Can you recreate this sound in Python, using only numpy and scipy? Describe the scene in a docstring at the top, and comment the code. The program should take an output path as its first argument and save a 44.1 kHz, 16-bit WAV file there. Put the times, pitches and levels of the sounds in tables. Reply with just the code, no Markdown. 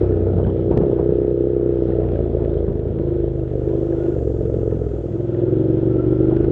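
"""On a stony track, a two-cylinder motorcycle climbs in low gear, heard by a muffled helmet microphone.
Unevenly spaced firings excite the exhaust with thumps and barks; gulps of air ring the airbox resonances.
Shaped noise gives the turbulent rush, valve-gear rattle, tyre hiss and the rumble and knocks of bumps. A gear
whines at its tooth-contact rate, a header pipe pings, grit patters on resonant panels, and sharp clicks, dull
thuds and short rings sound."""
import sys
import numpy as np
from scipy import signal
from scipy.io import wavfile
from scipy.ndimage import uniform_filter1d

SR = 44100
rng = np.random.default_rng(int(sys.argv[2]) if len(sys.argv) > 2 else 0)


def to_wav(sig):
    """Store sig (one row per channel, or 1-D mono) as 16-bit WAV at the path in sys.argv[1].

    Samples outside -1..1 are clipped; the rate is SR.
    """
    pcm = np.clip(np.atleast_2d(sig), -1, 1) * 32767
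    pcm = np.round(pcm).astype(np.int16)
    wavfile.write(sys.argv[1], SR, pcm.T)  # frames by channels


N = 287091

# Engine speed: (time [s], four-stroke cycle rate [1/s])
CYCLE_RATE = [(0.0, 32.9), (0.09, 31.604), (0.19, 30.0), (0.28, 31.7), (0.4, 31.2), (0.52, 30.3),
              (0.641, 30.207), (0.788, 32.259), (0.87, 31.829), (0.955, 30.408), (1.03, 31.117),
              (1.117, 32.134), (1.18, 31.7), (1.265, 32.2), (1.31, 31.0), (1.4, 31.3), (1.49, 32.2),
              (1.54, 31.5), (1.703, 31.343), (1.87, 30.3), (1.97, 30.9), (2.069, 30.012), (2.216, 27.654),
              (2.4, 27.59), (2.6, 26.818), (2.813, 26.333), (2.953, 27.494), (3.12, 26.495),
              (3.299, 26.348), (3.43, 25.194), (3.572, 24.481), (3.684, 25.531), (3.9, 25.81),
              (4.131, 25.726), (4.183, 22.864), (4.305, 21.787), (4.45, 22.544), (4.607, 22.266),
              (4.75, 21.514), (4.9, 20.374), (5.047, 19.553), (5.12, 20.822), (5.197, 21.85),
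              (5.28, 21.001), (5.358, 20.677), (5.549, 22.905), (5.7, 23.011), (5.899, 23.773),
              (6.08, 24.162), (6.261, 24.756), (6.4, 26.213), (6.51, 26.399)]
# Throttle opening, heard as intake honk ahead of the helmet lining: (time [s], level [dB])
HONK_LEVEL = [(0, -16), (.12, -28.5), (.3, -27), (.47, -34), (.6, -27.5), (.95, -28), (1.25, -25.5),
              (1.9, -28), (2.05, -27.5), (2.5, -27.5), (2.8, -31), (3.2, -19.5), (3.33, -27), (3.55, -30.5),
              (3.67, -23), (4.08, -21.5), (4.16, -26), (4.62, -29), (4.75, -31), (4.97, -29.5), (5.2, -26),
              (5.44, -18), (6.51, -16)]
MID_THROTTLE_DB = -23
# Engine balance ahead of the lining: (time [s], airbox boom [dB], exhaust thump [dB], exhaust bark [dB],
# second cylinder's lead over the first in intake [dB], in thump [dB], in bark [dB])
ENGINE_BALANCE = [(0, -54, -21, -21, 3.5, -13, 4.5), (.45, -35, -27.5, -27.5, 2, 1.5, 5.5),
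                  (.75, -34.5, -28, -21.5, -15.5, -0.5, -4.5), (1.1, -33, -28.5, -21.5, -7.5, 2.5, -9),
                  (1.7, -31.5, -27.5, -21.5, -10, 4, -4), (2.05, -31.5, -23, -23, 0, -2, -6.5),
                  (2.6, -44, -23.5, -25.5, -4.5, 8, 4.5), (2.85, -38, -29, -26.5, -4, 10, 2.5),
                  (3.05, -29.5, -28.5, -29.5, -5.5, 15, 1.5), (3.25, -36.5, -25.5, -26.5, 1.5, 5.5, 8),
                  (3.35, -32, -27.5, -38.5, -3.5, 7.5, 7), (3.58, -32.5, -26, -29.5, -6.5, 4.5, 6.5),
                  (3.7, -32.5, -27, -22, -0.5, 6.5, 4), (4.1, -32.5, -30.5, -32.5, -7, 8, -2),
                  (4.2, -29.5, -26.5, -25, 0, 4, 2.5), (4.6, -29, -26.5, -25, -7.5, -1, 8),
                  (4.95, -32, -27.5, -28, -7.5, 1, 2), (5.2, -25, -46, -63.5, 4, -2, -3),
                  (5.6, -20.5, -32, -38.5, 0.5, -0.5, 0), (6.51, -20.5, -24.5, -28, 5.5, 5, 7.5)]
# Slow changes of tone: (time [s], duct echo against the direct gulp [dB], deep bark against main bark [dB],
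# third engine order [dB], steady rumble of the going before its flicker [dB])
TONE_BALANCE = [(0, -4.5, -32, -26.5, -52), (.12, -4.5, -16, -24, -37.5), (.33, -3, -14.5, -23, -26.5),
                (.6, -6.5, -8, -28.5, -30), (.95, -10.5, -8.5, -46.5, -33.5), (1.2, -16, -7, -55, -35),
                (1.9, -16, -4, -41.5, -40), (2.1, -2, -8, -35, -40.5), (2.9, -1, -16, -40, -33),
                (3.3, -3, -19.5, -53, -38), (4.1, -1.5, -17, -51.5, -44.5), (4.2, -10, -28.5, -29, -41.5),
                (4.6, -4.5, -15, -35.5, -30), (5.0, -5.5, -14, -34, -45.5), (5.15, 0, -9.5, -50, -35),
                (6.51, -10, -37, -50.5, -43)]
# Intake timing as heard: (time [s], spacing of the two gulps [cycle], point midway between them [cycle],
# lag of the boom behind them [cycle])
GULP_TIMING = [(0, .46, .9925, .06), (2.8, .46, .9925, .07), (3.05, .385, .9925, .07),
               (4.15, .385, .9925, .08), (5.0, .4, .9925, .09), (5.3, .36, .9925, 0), (5.75, .36, .9925, 0),
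               (5.95, .385, .985, .01), (6.51, .385, .985, .01)]
# Exhaust timing as heard: (time [s], first cylinder's firing point [cycle], spread of firing times [ms])
FIRING_TIMING = [(0, -.03, .2), (.9, -.045, .1), (1.95, -.045, .08), (2.15, .012, .2), (4.1, .012, .13),
                 (4.2, .015, .3), (5.1, .015, .3), (5.3, .012, .13), (6.51, .012, .13)]
SECOND_FIRING = 0.41  # share of the cycle
# Airbox resonances: (frequency [Hz], width [Hz], level [dB])
AIRBOX_MODES = [(316.3, 40, 5), (434, 123, -3), (476.4, 80, -3.5), (620, 220, -27)]
# Air volume of the airbox, one of two passes: (frequency [Hz], width [Hz], level [dB])
BOOM_MODE = [(113.4, 54.3, 0)]
# Exhaust pipe resonance: (frequency [Hz], width [Hz], level against the pressure swing [dB])
PIPE_MODE = [(55.6, 13, -4)]
# Silencer resonance, one of two passes: (frequency [Hz], width [Hz], level [dB])
SILENCER_MODE = [(415.5, 104, 0)]
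# Deeper silencer resonance, one of two passes: (frequency [Hz], width [Hz], level [dB])
DEEP_SILENCER_MODE = [(351.1, 55, 0)]
# Header pipe resonance, one of two passes: (frequency [Hz], width [Hz], level [dB])
HEADER_MODE = [(1275, 110, 0)]
SWING_HZ = 143.6  # each firing's pressure swing is rounded above this
THIRD_PEAK_AT, THIRD_LAG_S = 0.211, 0.0029  # share midway between firings; lag through the pipe
PADDING_HZ = 600  # the helmet lining dulls the engine's breath above this

# Turbulent rush at mid throttle, before its puffing: (time [s], level [dB])
RUSH_LEVEL_DB = [(0, -24), (.9, -25), (1.1, -31), (1.85, -31), (2.0, -24), (2.5, -26.5), (3.3, -31),
                 (3.75, -28), (4.2, -27.5), (4.9, -31), (5.5, -29), (5.9, -28.5), (6.51, -29)]
# Rush spectrum before band flicker: (frequency [Hz], density [dB per Hz])
RUSH_SPECTRUM = [(120, -24.5), (200, -4.5), (300, 0), (450, 4), (600, -2.5), (750, -27), (950, -27.5)]
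RUSH_STEADY, RUSH_PUFFED = 0.3, 0.6  # weights of the even flow and of the part riding on each puff
RUSH_FOLLOWS, RATTLE_FOLLOWS = 0.02, 0.38  # share of the throttle's dB swing
# Running noise; rattle is at mid throttle on smooth going, before its puff weighting:
# (time [s], engine rattle [dB], tyre hiss [dB], header ping [dB])
RUNNING_LEVELS = [(0, -52.5, -80, -60.5), (.9, -53.5, -84.5, -60.5), (1.4, -57.5, -87.5, -61.5),
                  (1.9, -53, -79.5, -59.5), (2.5, -54.5, -81.5, -71), (3.3, -58, -79.5, -69.5),
                  (3.75, -56, -71, -64), (4.1, -55, -69.5, -61), (4.2, -59.5, -69.5, -60.5),
                  (4.6, -57, -70.5, -61), (4.9, -57, -71, -58.5), (5.1, -56.5, -72, -62),
                  (5.25, -56, -73.5, -66.5), (5.5, -56.5, -78, -76), (5.9, -56.5, -83, -60.5),
                  (6.51, -55.5, -81, -59)]
# Rattle spectrum before band flicker: (frequency [Hz], density [dB per Hz])
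RATTLE_SPECTRUM = [(750, 8.5), (900, 4.5), (1100, -4.5), (1340, 1.5), (1700, -8), (2100, -10.5),
                   (2500, -14.5), (3200, -12), (3800, -20.5), (4500, -32.5), (5800, -22.5)]
# Tyre hiss spectrum before band flicker: (frequency [Hz], density [dB per Hz])
HISS_SPECTRUM = [(4400, -2.5), (5000, -9), (5800, -4.5), (7000, -3), (8000, -10), (10000, -15)]
# Jolts over rocks: (time [s], rumble strength before the rise and decay [dB])
ROCK_JOLTS = [(.03, -28.5), (.261, -30), (.382, -20.5), (0.463, -21), (0.711, -17.5), (0.765, -22),
              (0.812, -21), (0.913, -24.5), (0.985, -20), (1.088, -28), (1.879, -27.5), (2.029, -28.5),
              (2.12, -41), (2.386, -28), (2.6, -36), (2.676, -28), (4.15, -43), (4.547, -32.5), (4.71, -28),
              (5.721, -43), (6.309, -22.5), (6.428, -28)]
JOLT_RISE_S, JOLT_DECAY_S = 0.0026, 0.029  # time constants
JOLT_KNOCK_DB, JOLT_RATTLE_DB = -7, -46  # helmet knock of the gear and loose parts, against the rumble
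# Knock passband: lower and upper edge [Hz]
KNOCK_BAND = [240, 790]
# Gear whine under hard pull, before its flutter: (start [s], length [s], level [dB])
WHINE_BURSTS = [(3.73, 0.07, -51), (3.87, 0.3, -56), (5.452, 0.097, -60), (5.89, 0.58, -50)]
WHINE_ORDER = 55.8  # tooth contacts per engine cycle
WHINE_FADE_S, WHINE_IDLE_DB = 0.025, -80.5

# Hits, peaks before the top is dulled: # (time [s], ring peak [dB], ring frequency [Hz], click peak [dB],
# click's top frequency [Hz])
HITS = [(0.1212, -47, 1650, -68, 3960), (.381, -52, 3300, -63, 4500), (.439, -46, 3050, -69, 4000),
        (.447, -37, 1500, -68, 3000), (0.469, -50.5, 3200, -61, 5000), (0.4986, -48, 3120, -69, 4000),
        (0.711, -50.5, 2410, -59, 5200), (.7744, -40, 1720, -49.5, 9400),
        (1.92, -43, 1810, -69, 4280), (2.005, -66, 3600, -67.5, 4000),
        (2.0384, -47, 1790, -66.5, 3500), (2.087, -56, 3000, -58, 3560),
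        (2.118, -58, 3300, -64, 5830), (2.1573, -42, 1520, -64, 4000),
        (2.4477, -49, 1670, -58.5, 3800), (2.493, -51, 3480, -69, 3960), (2.54, -56, 3500, -63, 4000),
        (2.576, -49, 3150, -67, 4000), (2.586, -51, 3340, -72, 3960), (2.681, -52.5, 1430, -66, 3000),
        (2.9871, -54, 1490, -62.5, 4020), (3.689, -49, 1580, -67.5, 4030),
        (3.9225, -41, 1620, -69, 3480), (4.188, -50, 1610, -64.5, 4040),
        (4.7097, -47, 1730, -65, 3500), (5.345, -45, 1800, -64, 3480),
        (6.3666, -39, 1490, -56.5, 6500), (6.443, -46.5, 1560, -59, 7000)]
# Dull thud resonance, one of two passes: (frequency [Hz], width [Hz], level [dB])
THUD_MODE = [(430, 1600, 0)]
THUD_DB = 26.5  # thud peak over the click's
# Panels under pattering grit, one of two passes: (frequency [Hz], width [Hz], level [dB])
GRIT_MODES = [(1640, 710, -0.5), (2710, 72, 1.5), (3280, 1500, -7)]
BASS_CUT_HZ, CUTOFF_HZ = 37, 13400  # bass filter corner; edge of the treble stop band


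def amp(db):
    """Decibel law: level to amplitude gain."""
    return 10 ** (np.asarray(db) / 20)


def unit(x):
    """Mean-square normalisation to rms 1."""
    return x / np.sqrt(np.mean(x ** 2) + 1e-20)


def curves(rows):
    """Linear interpolation in time of each table column."""
    s, *columns = np.transpose(rows)
    return [np.interp(np.arange(N) / SR, s, c) for c in columns]


def wander(rate):
    """Slow random modulation: rms 1, with rate random knots a second joined by lines."""
    knots = rng.standard_normal(int(N / SR * 200))
    return unit(np.interp(np.arange(N) / SR * rate, np.arange(len(knots)), knots))


def butter(x, hz, kind, order=2):
    """Causal filtering with a maximally flat (Butterworth) passband."""
    return signal.sosfilt(signal.butter(order, hz, kind, fs=SR, output="sos"), x)


def resonate(x, modes):
    """Modal superposition: parallel damped resonators of alternating sign."""
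    out = 0
    for k, (hz, width_hz, db) in enumerate(modes):
        radius = np.exp(-np.pi * width_hz / SR)
        poles = [1, -2 * radius * np.cos(2 * np.pi * hz / SR), radius * radius]
        ring = signal.lfilter([1, 0, -1], poles, x + 1e-18)
        out = out + (-1) ** k * amp(db) * (1 - radius * radius) / 2 * ring
    return out


def resonate_twice(x, modes):
    """Cascaded resonance: a second pass narrows the peaks and slows the onset."""
    return resonate(resonate(x, modes), modes)


def coloured(spectrum, patchy_db):
    """Band-filtered noise: each narrow band flickers alone; rms 1 ahead of the steep top cut."""
    hz, db = np.transpose(spectrum)
    edges = np.geomspace(hz[0], hz[-1], 13)
    white = rng.standard_normal((2, N))  # neighbouring bands take different noise
    out = 0
    for k, (low, high) in enumerate(zip(edges, edges[1:])):
        level_db = np.interp(np.log(low * high) / 2, np.log(hz), db) + patchy_db * wander(12)
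        out = out + amp(level_db) * butter(white[k % 2], [low, high], "band")
    return butter(out, hz[-1], "low", order=8) / np.std(out)


def pulses(cycles, shares, jitter_s, spread_db):
    """Impulse excitation: a click per cylinder each cycle, uneven in time and strength."""
    out = np.zeros((2, N))
    chance = rng.standard_normal((int(cycles[-1]) + 2, 2, 2))
    jitter_s = np.broadcast_to(jitter_s, N)
    for k, share in enumerate(shares):
        due = np.interp(np.arange(len(chance)) - 1, cycles - share, np.arange(N), left=-SR, right=-SR)
        jitter = jitter_s[np.maximum(due, 0).astype(int)] * SR * chance[:, k, 0]
        at = np.round(due + jitter).astype(int)
        ok = (at >= 0) & (at < N)
        out[k, at[ok]] = amp(spread_db * chance[ok, k, 1])
    return out


def weigh(pair, lead_db):
    """Source balance: sum two cylinders with the second leading by lead_db."""
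    return pair[0] * amp(-lead_db / 2) + pair[1] * amp(lead_db / 2)


def intake(cycles, per_s):
    """Cavity resonance: gulps and their duct reflection honk in the airbox, whose air volume booms."""
    honk_db, = curves(HONK_LEVEL)
    boom_db, _, _, lead_db, _, _ = curves(ENGINE_BALANCE)
    gap, mid, boom_lag = curves(GULP_TIMING)
    echo_db = curves(TONE_BALANCE)[0]
    even = 1 / np.sqrt(per_s)  # holds the level when pulses come faster
    pair = pulses(cycles, [mid - gap / 2, mid + gap / 2 - 1], jitter_s=0.00015, spread_db=1.5)
    gulps = even * weigh(pair, lead_db)
    # the pressure wave runs back along the duct and kicks the air column again
    echo = np.roll(gulps, round(0.008293 * SR)) * amp(echo_db)
    honk = unit(resonate(butter(gulps + echo, [280, 580], "band", order=3), AIRBOX_MODES))
    boom = unit(resonate_twice(even * (pair[0] + pair[1]), BOOM_MODE))
    boom = np.interp(np.arange(N) - boom_lag / per_s * SR, np.arange(N), boom)
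    return amp(honk_db) * honk, amp(boom_db) * boom


def exhaust(cycles, per_s):
    """Pulse-driven pipe resonance: smooth pressure swings thump, sharp ones bark in the silencer."""
    _, thump_db, bark_db, _, thump_lead_db, bark_lead_db = curves(ENGINE_BALANCE)
    first_firing, uneven_ms = curves(FIRING_TIMING)
    deep_db = curves(TONE_BALANCE)[1]
    even = 1 / np.sqrt(per_s)
    pair = pulses(cycles, [first_firing, SECOND_FIRING], jitter_s=uneven_ms / 1000, spread_db=1.5)
    swing = butter(even * weigh(pair, thump_lead_db), SWING_HZ, "low", order=4)
    thump = unit(butter(swing + resonate(swing, PIPE_MODE), 20, "high", order=1))
    cracks = even * weigh(pair, bark_lead_db)
    bark = unit(resonate_twice(cracks, SILENCER_MODE))
    bark = bark + amp(deep_db) * unit(resonate_twice(cracks, DEEP_SILENCER_MODE))
    return amp(thump_db) * thump, amp(bark_db) * bark, pair[1]


def third_order(cycles, per_s):
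    """Engine-order tone: a cosine at three times the cycle rate, delayed through the pipe."""
    third_db = curves(TONE_BALANCE)[2]
    phase = 6 * np.pi * (cycles - THIRD_PEAK_AT - THIRD_LAG_S * per_s)
    return -amp(third_db) * np.sqrt(2) * np.cos(phase)


def engine(cycles, per_s):
    """Superposition under low-pass lining: engine breath, second cylinder's firings and puff gate."""
    honk, boom = intake(cycles, per_s)
    thump, bark, second_firings = exhaust(cycles, per_s)
    puffs = uniform_filter1d(np.abs(honk + bark), size=SR // 250)
    gate = puffs / uniform_filter1d(puffs, size=SR // 10)
    breath = honk + boom + thump + bark + third_order(cycles, per_s)
    return butter(breath, PADDING_HZ, "low", order=4), second_firings, gate


def turbulent_rush(open_db, gate):
    """Turbulent flow noise: broadband sound, partly modulated by each puff."""
    level_db = curves(RUSH_LEVEL_DB)[0] + RUSH_FOLLOWS * open_db
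    flow = RUSH_STEADY + RUSH_PUFFED * gate
    rush = amp(level_db) * coloured(RUSH_SPECTRUM, patchy_db=1.0) * flow
    return butter(rush, 900, "low", order=4)  # the lining rounds off the edges of each puff


def rattle(open_db, gate, shake):
    """Contact noise: valve gear follows throttle and puffs, and jolts shake loose parts."""
    level_db = curves(RUNNING_LEVELS)[0] + RATTLE_FOLLOWS * open_db
    strength = amp(level_db) * (1.56 + 0.12 * gate) + amp(JOLT_RATTLE_DB) * shake
    return strength * coloured(RATTLE_SPECTRUM, patchy_db=1.5)


def tyre_hiss():
    """Friction noise: tyres on grit give high-frequency random sound."""
    return amp(curves(RUNNING_LEVELS)[1]) * coloured(HISS_SPECTRUM, patchy_db=0.8)


def gear_whine(cycles):
    """Tooth-contact excitation: a tone locked to engine speed, stronger under load."""
    t = np.arange(N) / SR
    pull = amp(WHINE_IDLE_DB)
    for start, length, db in WHINE_BURSTS:
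        from_edge = np.minimum(t - start, start + length - t)
        pull = pull + amp(db) * np.clip(from_edge / WHINE_FADE_S, 0, 1)
    tone = np.sin(2 * np.pi * WHINE_ORDER * cycles + 0.8 * wander(49))
    torque = 1 + 0.25 * np.cos(2 * np.pi * (cycles - 0.3))  # tooth load swings with crank torque
    return pull * amp(4.3 * wander(33)) * tone * torque


def header_ping(second_firings):
    """Struck resonance: the second cylinder's delayed firings ring one header pipe."""
    ping_db = curves(RUNNING_LEVELS)[2]
    delayed = np.roll(second_firings, round(0.0022 * SR))
    return amp(ping_db) * unit(resonate_twice(delayed, HEADER_MODE))


def bumps(shake):
    """Random vibration: low rumble of the going and jolts, with gear knocking on the helmet."""
    low = butter(butter(rng.standard_normal(N), 35, "high"), 220, "low", order=6)
    rumble = amp(3.5 * wander(22)) * unit(low)
    knocks = amp(JOLT_KNOCK_DB) * unit(butter(rng.standard_normal(N), KNOCK_BAND, "band", order=3))
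    return (amp(curves(TONE_BALANCE)[3]) + shake) * rumble + shake * knocks


def jolts():
    """Damped impact envelope: each jolt rises quickly, then decays exponentially."""
    t, out = np.arange(N) / SR, np.zeros(N)
    for s, db in ROCK_JOLTS:
        age = np.maximum(t - s, 0)
        out += amp(db) * (1 - np.exp(-age / JOLT_RISE_S)) * np.exp(-age / JOLT_DECAY_S)
    return out


def grit():
    """Random impact excitation: fine grains patter on resonant panels."""
    struck = rng.random(N) < 90 / SR  # about 90 grains a second
    strength = amp(3 * np.minimum(rng.exponential(1, N), 3))
    grains = struck * strength * rng.choice([-1, 1], N)
    return amp(-65.5) * unit(butter(resonate_twice(grains, GRIT_MODES), 4000, "low", order=6))


def hits():
    """Impact and modal response: each hit gives a click, a thud and a short ring."""
    out, size = np.zeros(N), 2048
    touch = signal.unit_impulse(size)
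    tick = butter(butter(touch, 400, "high", order=1), 1000, "low", order=1)
    thud = resonate_twice(touch, THUD_MODE)
    thud = amp(THUD_DB) * thud / thud.max()
    for s, ring_db, hz, click_db, top_hz in HITS:
        ring = resonate_twice(touch, [(hz, 240, 0)])
        click = butter(tick, top_hz, "low", order=2) / tick.max()
        hit = amp(ring_db) * ring / ring.max() + amp(click_db) * (click + thud)
        hit = butter(hit, top_hz, "low", order=6)  # the hit is dulled above its top frequency
        at = round((s + 0.0015) * SR)  # sounds 1.5 ms after the listed time
        out[at:at + size] += hit[:N - at]
    return out


def scene():
    """Linear superposition of all sources at one microphone."""
    per_s, = curves(CYCLE_RATE)
    cycles = np.cumsum(per_s) / SR
    breath, second_firings, gate = engine(cycles, per_s)
    open_db = curves(HONK_LEVEL)[0] - MID_THROTTLE_DB
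    shake = jolts()
    machine = turbulent_rush(open_db, gate) + rattle(open_db, gate, shake)
    machine = machine + gear_whine(cycles) + header_ping(second_firings)
    ground = tyre_hiss() + bumps(shake) + grit() + hits()
    return (breath + machine + ground)[None]


def record(dry):
    """Band limitation: a zero-phase bass cut and a steep treble cut."""
    thin = signal.sosfiltfilt(signal.butter(4, BASS_CUT_HZ, "high", fs=SR, output="sos"), dry)
    return signal.sosfilt(signal.cheby2(12, 70, CUTOFF_HZ, fs=SR, output="sos"), thin)


dry = scene()
out = record(dry)
to_wav(out)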